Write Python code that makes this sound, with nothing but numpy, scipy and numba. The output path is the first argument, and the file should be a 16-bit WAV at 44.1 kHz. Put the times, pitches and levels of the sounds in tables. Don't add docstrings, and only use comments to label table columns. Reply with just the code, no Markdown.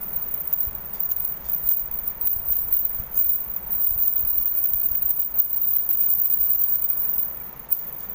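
import sys
import numpy as np
from scipy import signal
from scipy.fft import rfft, irfft, next_fast_len
from scipy.io import wavfile
from scipy.ndimage import uniform_filter1d
from numba import njit

SR = 44100
rng = np.random.default_rng(int(sys.argv[2]) if len(sys.argv) > 2 else 0)


def unload_audio(sound):
    columns = np.transpose(np.atleast_2d(sound))
    steps = np.round(np.clip(columns, -1, 1) * 32767)
    wavfile.write(sys.argv[1], SR, steps.astype(np.int16))


N = 358974
TIME = np.arange(N) / SR

# f/Hz, relative level/dB
SCRAPE_TONE = [(1500, -7), (3500, -1), (4300, 1), (4660, 7), (5100, 1), (6000, 9), (6600, 10.5), (7400, 7),
               (8500, 2.5), (10000, 4.5), (11500, 14.5), (13000, 20.5), (15500, -11)]
def jingle(bells, shake_db, count=4200, hits=3, scrape_s=0.008, scrape_db=-31, boost_db=2):
    scatter_db, bounce_s, rebound, lull_db = 4.4, .004, .75, -2
    busy = np.clip(undb(.35 * (shake_db + 16.5)), 0, 1)
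    rings, contacts = np.zeros(N), np.zeros(N)
    chance = rng.random((count, 2 + 2 * hits))
    force = undb(scatter_db * np.clip(rng.standard_normal(count), -2, 2))
    for (when, happens, *picks), blow in zip(chance, force):
        if happens > busy[int(when * N)]:
            continue
        s = when * N / SR
        for which, gap in zip(picks[:hits], picks[hits:]):
            add(rings, s, blow * bells[int(which * len(bells))])
            add(contacts, s, np.array([blow * (1 - gap) ** 2]))
            s += 2 * gap * bounce_s
            blow *= rebound
    energy = uniform_filter1d(uniform_filter1d(rings ** 2, size=1600), size=1000)
    drive = undb(shake_db + boost_db) / np.sqrt(energy + np.mean(energy) / 1000)
    flying = np.zeros(N)
    for s, _ in CLASHES:
        add(flying, s - .022, np.hanning(SR // 30))
    drive *= undb(lull_db * np.minimum(flying, 1))
    jingling = rings * drive
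    touch = signal.lfilter([1], [1, -np.exp(-1 / (scrape_s * SR))], contacts * drive)
    scrape = colour(touch * rng.standard_normal(N), SCRAPE_TONE)
    return jingling + undb(scrape_db) * np.std(jingling) * unit(scrape)


# f/Hz, relative level/dB
BELL_TONE = [(9000, -40), (11500, -33), (12000, -29), (12200, -25), (12350, -29), (12560, -22),
             (12900, -25), (13400, -16), (13780, -7.5), (14000, -8.5), (14400, -5.5), (14800, -3),
             (15130, 1), (15480, -3)]
def bell_knocks(count=600, twin_db=-19):
    low_hz, high_hz, crowding = 12100, 15480, 2.1
    stopped_t60, twin_t60, swell_s = .018, .06, .0006
    t = TIME[:SR // 12]
    place = (np.arange(count) + rng.random(count)) / count
    pitches = high_hz - (high_hz - low_hz) * place ** crowding
    t60s = stopped_t60 * 2 ** rng.uniform(-1.7, 1, count)
    twins = pitches + 90 * rng.uniform(-1.63, 1, count)
    knocks = [ring(hz, t60, t) + undb(twin_db) * ring(twin, twin_t60, t)
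              for hz, t60, twin in zip(pitches, t60s, twins)]
    return colour(np.array(knocks) * (1 - np.exp(-t / swell_s)), BELL_TONE)


# t/s, time kept moving/s, relative level/dB
SWINGS = [(0.029, 0.0072, -30.5), (0.598, 0.0062, -19.5), (1.292, 0.013, -43), (1.505, 0.059, -25),
          (1.679, 0.094, -20.5), (1.767, 0.022, -26.5), (1.935, 0.038, -27.5), (2.066, .005, -27),
          (2.225, 0.05, -35), (2.27, 0.049, -17.5), (2.499, 0.1, -20.5), (2.738, 0.038, -18),
          (2.803, 0.19, -30), (3.185, 0.14, -19), (3.4, 0.017, -31), (3.505, 0.016, -29.5),
          (3.635, 0.074, -36), (3.733, 0.0083, -22), (3.824, 0.083, -19.5), (4.009, 0.072, -18.5),
          (4.145, 0.05, -21), (4.284, 0.036, -21), (5.089, 0.0053, -21.5), (5.188, 0.052, -23.5),
          (5.389, 0.015, -16.5), (5.53, 0.037, -21.5), (5.626, 0.18, -21), (7.722, 0.045, -27)]
# start t/s, end t/s, strokes per second/Hz, relative level/dB
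SHAKES = [(0.11, .43, 10.7, -30), (0.772, .96, 11.7, -36.5), (1.027, 1.28, 12.5, -28),
          (4.376, 5.05, 10.76, -22), (5.906, 6.76, 9.93, -18), (6.837, 7.251, 14.35, -25),
          (7.27, 7.47, 13.16, -37), (7.787, 8.14, 13, -36)]
def shaking(rise_s=0.03, settle_s=0.055, stroke_s=0.03, turn_s=0.067, rest_db=-44):
    swings = [(s, hold, settle_s, db) for s, hold, db in SWINGS]
    strokes = [(s, stroke_s, turn_s, db)
               for start, end, rate, db in SHAKES for s in np.arange(start, end, 1 / rate)]
    power = np.full(N, undb(rest_db) ** 2)
    t = TIME[:SR] - 0.1
    for s, hold, settle, db in swings + strokes:
        motion = undb(db) * np.exp(np.minimum(t, 0) / rise_s - np.maximum(t - hold, 0) / settle)
        add(power, s + t[0], motion[t >= -s] ** 2)
    return 10 * np.log10(power)


# t/s, relative peak level/dB
CLASHES = [(0.1585, -14), (0.3396, -14), (0.4718, -15), (0.5277, -10), (0.5327, -7), (0.7492, -16),
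           (0.9308, -19), (0.9996, -13), (1.0301, -13), (1.1125, -9), (1.1623, -13), (1.1982, -11),
           (1.2471, -9), (1.5319, -13), (1.6886, -5), (1.712, -7), (1.718, -5), (2.0742, -13),
           (2.2114, -13), (2.2717, -6), (2.5636, -9), (2.7252, -12), (2.7367, -9), (2.8489, -8),
           (3.1722, -9), (3.189, -8), (3.1955, -6), (3.2111, -6), (3.224, -8), (3.2889, -9), (3.3563, -8),
           (3.5618, -14), (3.8646, -6), (3.9235, -13), (4.0108, -8), (4.0746, -8), (4.2752, -10),
           (4.376, -12), (4.4558, -9), (4.6389, -10), (4.6568, -6), (4.7336, -6), (4.795, -12),
           (4.8589, -8), (4.9516, -7), (5.1003, -6), (5.1941, -9), (5.247, -11), (5.389, -11), (5.4005, -7),
           (5.44, -13), (5.5288, -12), (5.6146, -12), (5.7314, -8), (5.759, -10), (5.7648, -7), (5.909, -8),
           (5.9703, -7), (6.0077, -6), (6.0601, -10), (6.0995, -7), (6.2128, -6), (6.2537, -7),
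           (6.3225, -7), (6.591, -7), (6.732, -7), (6.8179, -9), (6.8423, -10), (6.8877, -9), (6.899, -8),
           (6.978, -11), (7.0903, -13), (7.1796, -12), (7.225, -12), (7.5936, -24), (7.7154, -10),
           (7.7218, -5), (8.0935, -21)]
def clashes(bells, count=4, spread_s=0.005, scrape_db=-33, scrape_s=0.023, boost_db=1):
    out, t = np.zeros(N), TIME[:bells.shape[1]]
    for s, db in CLASHES:
        burst = np.zeros(len(t))
        for which, late in rng.random((count, 2)):
            add(burst, late * spread_s, bells[int(which * len(bells) / 2)])
        scrape = colour(rng.standard_normal(len(t)) * np.exp(-t / scrape_s), SCRAPE_TONE)
        add(out, s, undb(db + boost_db) * (unit_peak(burst) + undb(scrape_db) * unit_peak(scrape)))
    return out


def with_shimmer(knocks, bells, shimmer_db=-11, fade_s=.018):
    t = TIME[:SR // 10]
    strap = rng.standard_normal(len(t)) * np.exp(-t / fade_s)
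    passed_on = signal.oaconvolve(knocks, strap / np.linalg.norm(strap))[:N]
    strength = np.sqrt(np.maximum(uniform_filter1d(passed_on ** 2, size=200), 0))
    tremble = strength * rng.standard_normal(N)
    all_bells = rng.choice([-1, 1], len(bells)) @ bells
    answer = signal.oaconvolve(tremble, all_bells)[:N]
    return knocks + undb(shimmer_db) * np.std(knocks) * unit(answer)


# t/s, relative level/dB, f/Hz
PINGS = [(1.1119, -33, 12700), (1.6202, -34, 12500), (2.2144, -32, 12200), (2.79, -33, 12450),
         (2.8449, -31, 12400), (3.8048, -27, 12500), (3.8606, -25, 12600), (4.344, -31, 12700),
         (4.4149, -27, 12600), (4.5865, -24, 12600), (5.1936, -32, 12500), (5.2605, -20, 13800),
         (5.4011, -14, 13600), (6.1444, -28, 12700), (6.3555, -28, 12600), (6.5141, -30, 12700),
         (6.6448, -28, 12500), (6.7361, -30, 12500), (7.07, -37, 12250), (7.7144, -30, 12200),
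         (7.869, -30, 13400)]
def pings(t60=.085, twin_gap_hz=70, twin_db=-8, swell_s=.0008, boost_db=1.5):
    out, t = np.zeros(N), TIME[:SR // 5]
    swell = 1 - np.exp(-t / swell_s)
    for s, db, hz in PINGS:
        notes = ring(hz, t60, t) + undb(twin_db) * ring(hz + twin_gap_hz, t60, t)
        add(out, s, undb(db + boost_db) * swell * notes)
    return out


# t/s, fade time/s, relative peak level/dB
CRUNCHES = [(0.521, 0.012, -32), (1.1115, 0.009, -28), (1.708, 0.01, -27), (2.2124, 0.0092, -37),
            (2.266, 0.014, -33), (2.7297, 0.016, -35), (3.155, 0.022, -28), (3.737, 0.016, -36),
            (4.0326, 0.018, -35), (4.4147, 0.008, -32), (6.27, 0.05, -36), (6.395, 0.03, -35),
            (6.55, 0.06, -37), (7.7064, 0.014, -33)]
# f/Hz, relative level/dB
LINK_TONE = [(2500, -50), (4600, -14), (5500, -9.5), (6600, 1), (7500, -19), (9000, -10.5), (15500, -7)]
def links(boost_db=1):
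    out, t = np.zeros(N), TIME[:SR // 8]
    for s, fade_s, db in CRUNCHES:
        crunch = colour(rubbing(t, fade_s), LINK_TONE)
        add(out, s, undb(db + boost_db) * unit_peak(crunch))
    return out


# t/s, relative peak level/dB
CLICKS = [(0.5275, -37), (1.115, -33), (1.7125, -28), (1.7205, -37), (2.2732, -29), (2.5341, -32),
          (2.5696, -32), (2.774, -39), (3.197, -38), (3.212, -37), (3.8192, -38), (3.8402, -36),
          (3.8656, -34), (4.0931, -40), (4.4149, -40), (4.4792, -37), (4.6573, -36), (4.7336, -37),
          (4.9287, -41), (4.9506, -34), (5.087, -41), (5.227, -34), (5.4018, -33), (5.5677, -36),
          (5.6146, -41), (5.7285, -39), (5.7658, -35), (5.914, -33), (6.2637, -31), (6.6687, -34),
          (6.7535, -35), (6.8423, -37), (6.927, -39)]
# f/Hz, relative level/dB
CLICK_TONE = [(300, -2), (1200, 0), (3200, -2), (4500, -5.5), (6500, -3.5), (8500, -3.5), (12000, -1),
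              (15500, -17)]
def clicks(shake_db, stray_count=200, stray_db=-33, scatter_db=7, crackle_s=.005, boost_db=10.5):
    out, t = np.zeros(N), TIME[:SR // 30]
    when = rng.integers(0, N, stray_count)
    stray_levels = shake_db[when] + stray_db + scatter_db * rng.random(stray_count)
    for s, db in [*CLICKS, *zip(TIME[when], stray_levels)]:
        crackle = .015 * rng.standard_normal(len(t)) ** 3 * np.exp(-t / crackle_s)
        click = colour((t == 0) + crackle, CLICK_TONE)
        add(out, s, undb(db + boost_db) * unit_peak(click))
    return out


# f/Hz, relative level/dB, ring time/s
PENDANT_NOTES = [(3650, -7.5, .02), (4650, -7, .03), (5150, -9, .012), (5750, -1, .007), (6300, -2, .006),
                 (6780, -2, .013)]
# t/s, length/s, level/dB
CHINKS = [(0.936, 0.055, -56), (1.15, 0.08, -64), (1.435, 0.09, -56.5), (4.794, 0.07, -60),
          (7.725, 0.12, -59), (7.985, 0.07, -60)]
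def pendants():
    out, t = np.zeros(N), TIME[:SR // 2]
    body = sum(undb(db) * ring(hz, t60, t) for hz, db, t60 in PENDANT_NOTES)
    for s, length, db in CHINKS:
        chink = signal.fftconvolve(rubbing(t, length), body)[:len(t)]
        add(out, s, undb(db) * chink / np.std(chink[t < length]))
    return out


def squeak(start_s=7.402, length_s=.024, hz=2330, db=-48):
    out, t = np.zeros(N), TIME[:int(length_s * SR)]
    add(out, start_s, undb(db) * np.hanning(len(t)) * np.sin(2 * np.pi * hz * t))
    return out


# t/s, level/dB
BUMPS = [(0.675, -25.5), (0.765, -32), (1.85, -33), (2.367, -27), (2.512, -31), (2.65, -33), (3.001, -23),
         (3.27, -31), (3.916, -24), (3.962, -25), (4.243, -28), (4.391, -34), (4.75, -26.5), (4.919, -27),
         (5.05, -33)]
# t/s, level/dB
RUMBLE_LEVEL = [(0, -47), (1, -51), (2.3, -43.5), (4.6, -53), (5.7, -53.5), (6.45, -46.5), (7.6, -56.5)]
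# f/Hz, relative level/dB
RUMBLE_TONE = [(10, -1.5), (22, 1), (50, 0.5), (80, -5.5), (130, -17.5), (250, -23.5), (600, -69)]
def bedding(push_s=0.0027, drag_db=-43, drag_s=0.05):
    drag = sum(np.exp(-((TIME - s) / drag_s) ** 2) for s, _ in BUMPS)
    power = undb(np.interp(TIME, *np.transpose(RUMBLE_LEVEL))) ** 2 + undb(drag_db) ** 2 * drag
    out = np.sqrt(power) * unit(colour(rng.standard_normal(N), RUMBLE_TONE))
    lead_s = 0.05
    progress = (TIME[:SR // 10] - lead_s) / push_s
    thud = np.exp(-progress ** 2) - 0.4 * np.exp(-(progress / 2 - 1) ** 2)
    for s, db in BUMPS:
        add(out, s - lead_s, undb(db) * thud)
    return out


# t/s, level/dB
AIR_LEVEL = [(0, -46), (1.5, -47), (2.5, -47.5), (3.7, -47.5), (5.7, -48.5), (6.5, -46.5), (8.14, -48)]
# f/Hz, relative level/dB
AIR_TONE = [(76, -46), (130, 2.5), (193, 0), (310, -10.5), (367, -6), (608, -5), (676, -6.5), (991, -6),
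            (1280, -9), (2330, -16), (2760, -21), (5000, -30), (6500, -27), (11000, -120)]
# f/Hz, width/Hz, relative level/dB
HUMS = [(51.5, 14.5, -57), (153, 60, -69.5), (195.6, 9.6, -64.5), (363, 15.6, -72.5), (916.7, 8.1, -64.5),
        (6640, 650, -73)]
def room_noise(hum_boost_db=2.0, hiss_db=-66, waver_db=.4):
    air_gain = undb(np.interp(TIME, *np.transpose(AIR_LEVEL)))
    air = air_gain * unit(colour(rng.standard_normal(N), AIR_TONE))
    waver = unit(uniform_filter1d(uniform_filter1d(rng.standard_normal(N), size=3000), size=2000))
    freqs, hum = np.fft.rfftfreq(N, 1 / SR), np.zeros(N)
    for hz, width, db in HUMS:
        band = rfft(rng.standard_normal(N)) / (1 + ((freqs - hz) / width) ** 4)
        hum += undb(db + hum_boost_db) * unit(irfft(band, N))
    hiss = undb(hiss_db) * rng.standard_normal(N)
    return undb(waver_db * waver) * (air + hum) + hiss


def with_walls(x, t60=0.12, echo_db=-13):
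    t = TIME[:SR // 2]
    tail = rng.standard_normal(len(t)) * np.exp(-np.log(1000) * t / t60) * (t > .005)
    return x + undb(echo_db) * signal.oaconvolve(x, tail / np.linalg.norm(tail))[:N]


def ring(hz, t60, t):
    return np.sin(2 * np.pi * hz * t) * np.exp(-np.log(1000) * t / t60)


def rubbing(t, fade_s):
    return rng.standard_normal(len(t)) ** 3 * np.sqrt(t) * np.exp(-2 * t / fade_s)


def colour(x, points):
    hz, db = np.transpose(points)
    size = next_fast_len(x.shape[-1] + 4096)
    freqs = np.maximum(np.fft.rfftfreq(size, 1 / SR), 1)
    gains = undb(np.interp(np.log(freqs), np.log(hz), db))
    cepstrum = irfft(np.log(gains), size)
    cepstrum[1:size // 2] *= 2
    cepstrum[size // 2 + 1:] = 0
    return irfft(rfft(x, size) * np.exp(rfft(cepstrum)), size)[..., :x.shape[-1]]


def undb(db):
    return 10 ** (np.asarray(db) / 20)


def unit(x):
    return x / np.sqrt(np.mean(x ** 2))


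def unit_peak(x):
    return x / np.abs(x).max()


def add(out, s, sound):
    i = int(np.clip(s * SR, 0, len(out) - 1))
    out[i:i + len(sound)] += sound[:len(out) - i]


@njit
def follow(x, rise_s, fall_s):
    out, level = np.empty(len(x)), 0.
    for i in range(len(x)):
        level += (x[i] - level) / (SR * (rise_s if x[i] > level else fall_s))
        out[i] = level
    return out


def scene():
    bells, shake_db = bell_knocks(), shaking()
    background = room_noise() + bedding()
    fringe = with_shimmer(jingle(bells, shake_db) + clashes(bells), bells)
    foreground = fringe + pings() + links() + clicks(shake_db) + pendants() + squeak()
    return (with_walls(foreground) + background)[None]


def record(dry):
    threshold_db, ratio, treble_db, top_hz = -43, 2.2, -32, 15520
    middle = signal.sosfilt(signal.butter(8, [1700, 5500], "band", fs=SR, output="sos"), dry[0])
    heard = np.abs(middle) + undb(treble_db) * np.abs(dry[0])
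    level = follow(heard, rise_s=0.00005, fall_s=0.08)
    level = follow(level, rise_s=0.009, fall_s=0.009)
    gain = np.maximum(level / undb(threshold_db), 1) ** (1 / ratio - 1)
    top_cut = signal.firwin(601, top_hz, fs=SR, window="blackman")
    return signal.oaconvolve(dry * gain, top_cut[None], mode="same")


dry = scene()
out = record(dry)
unload_audio(out)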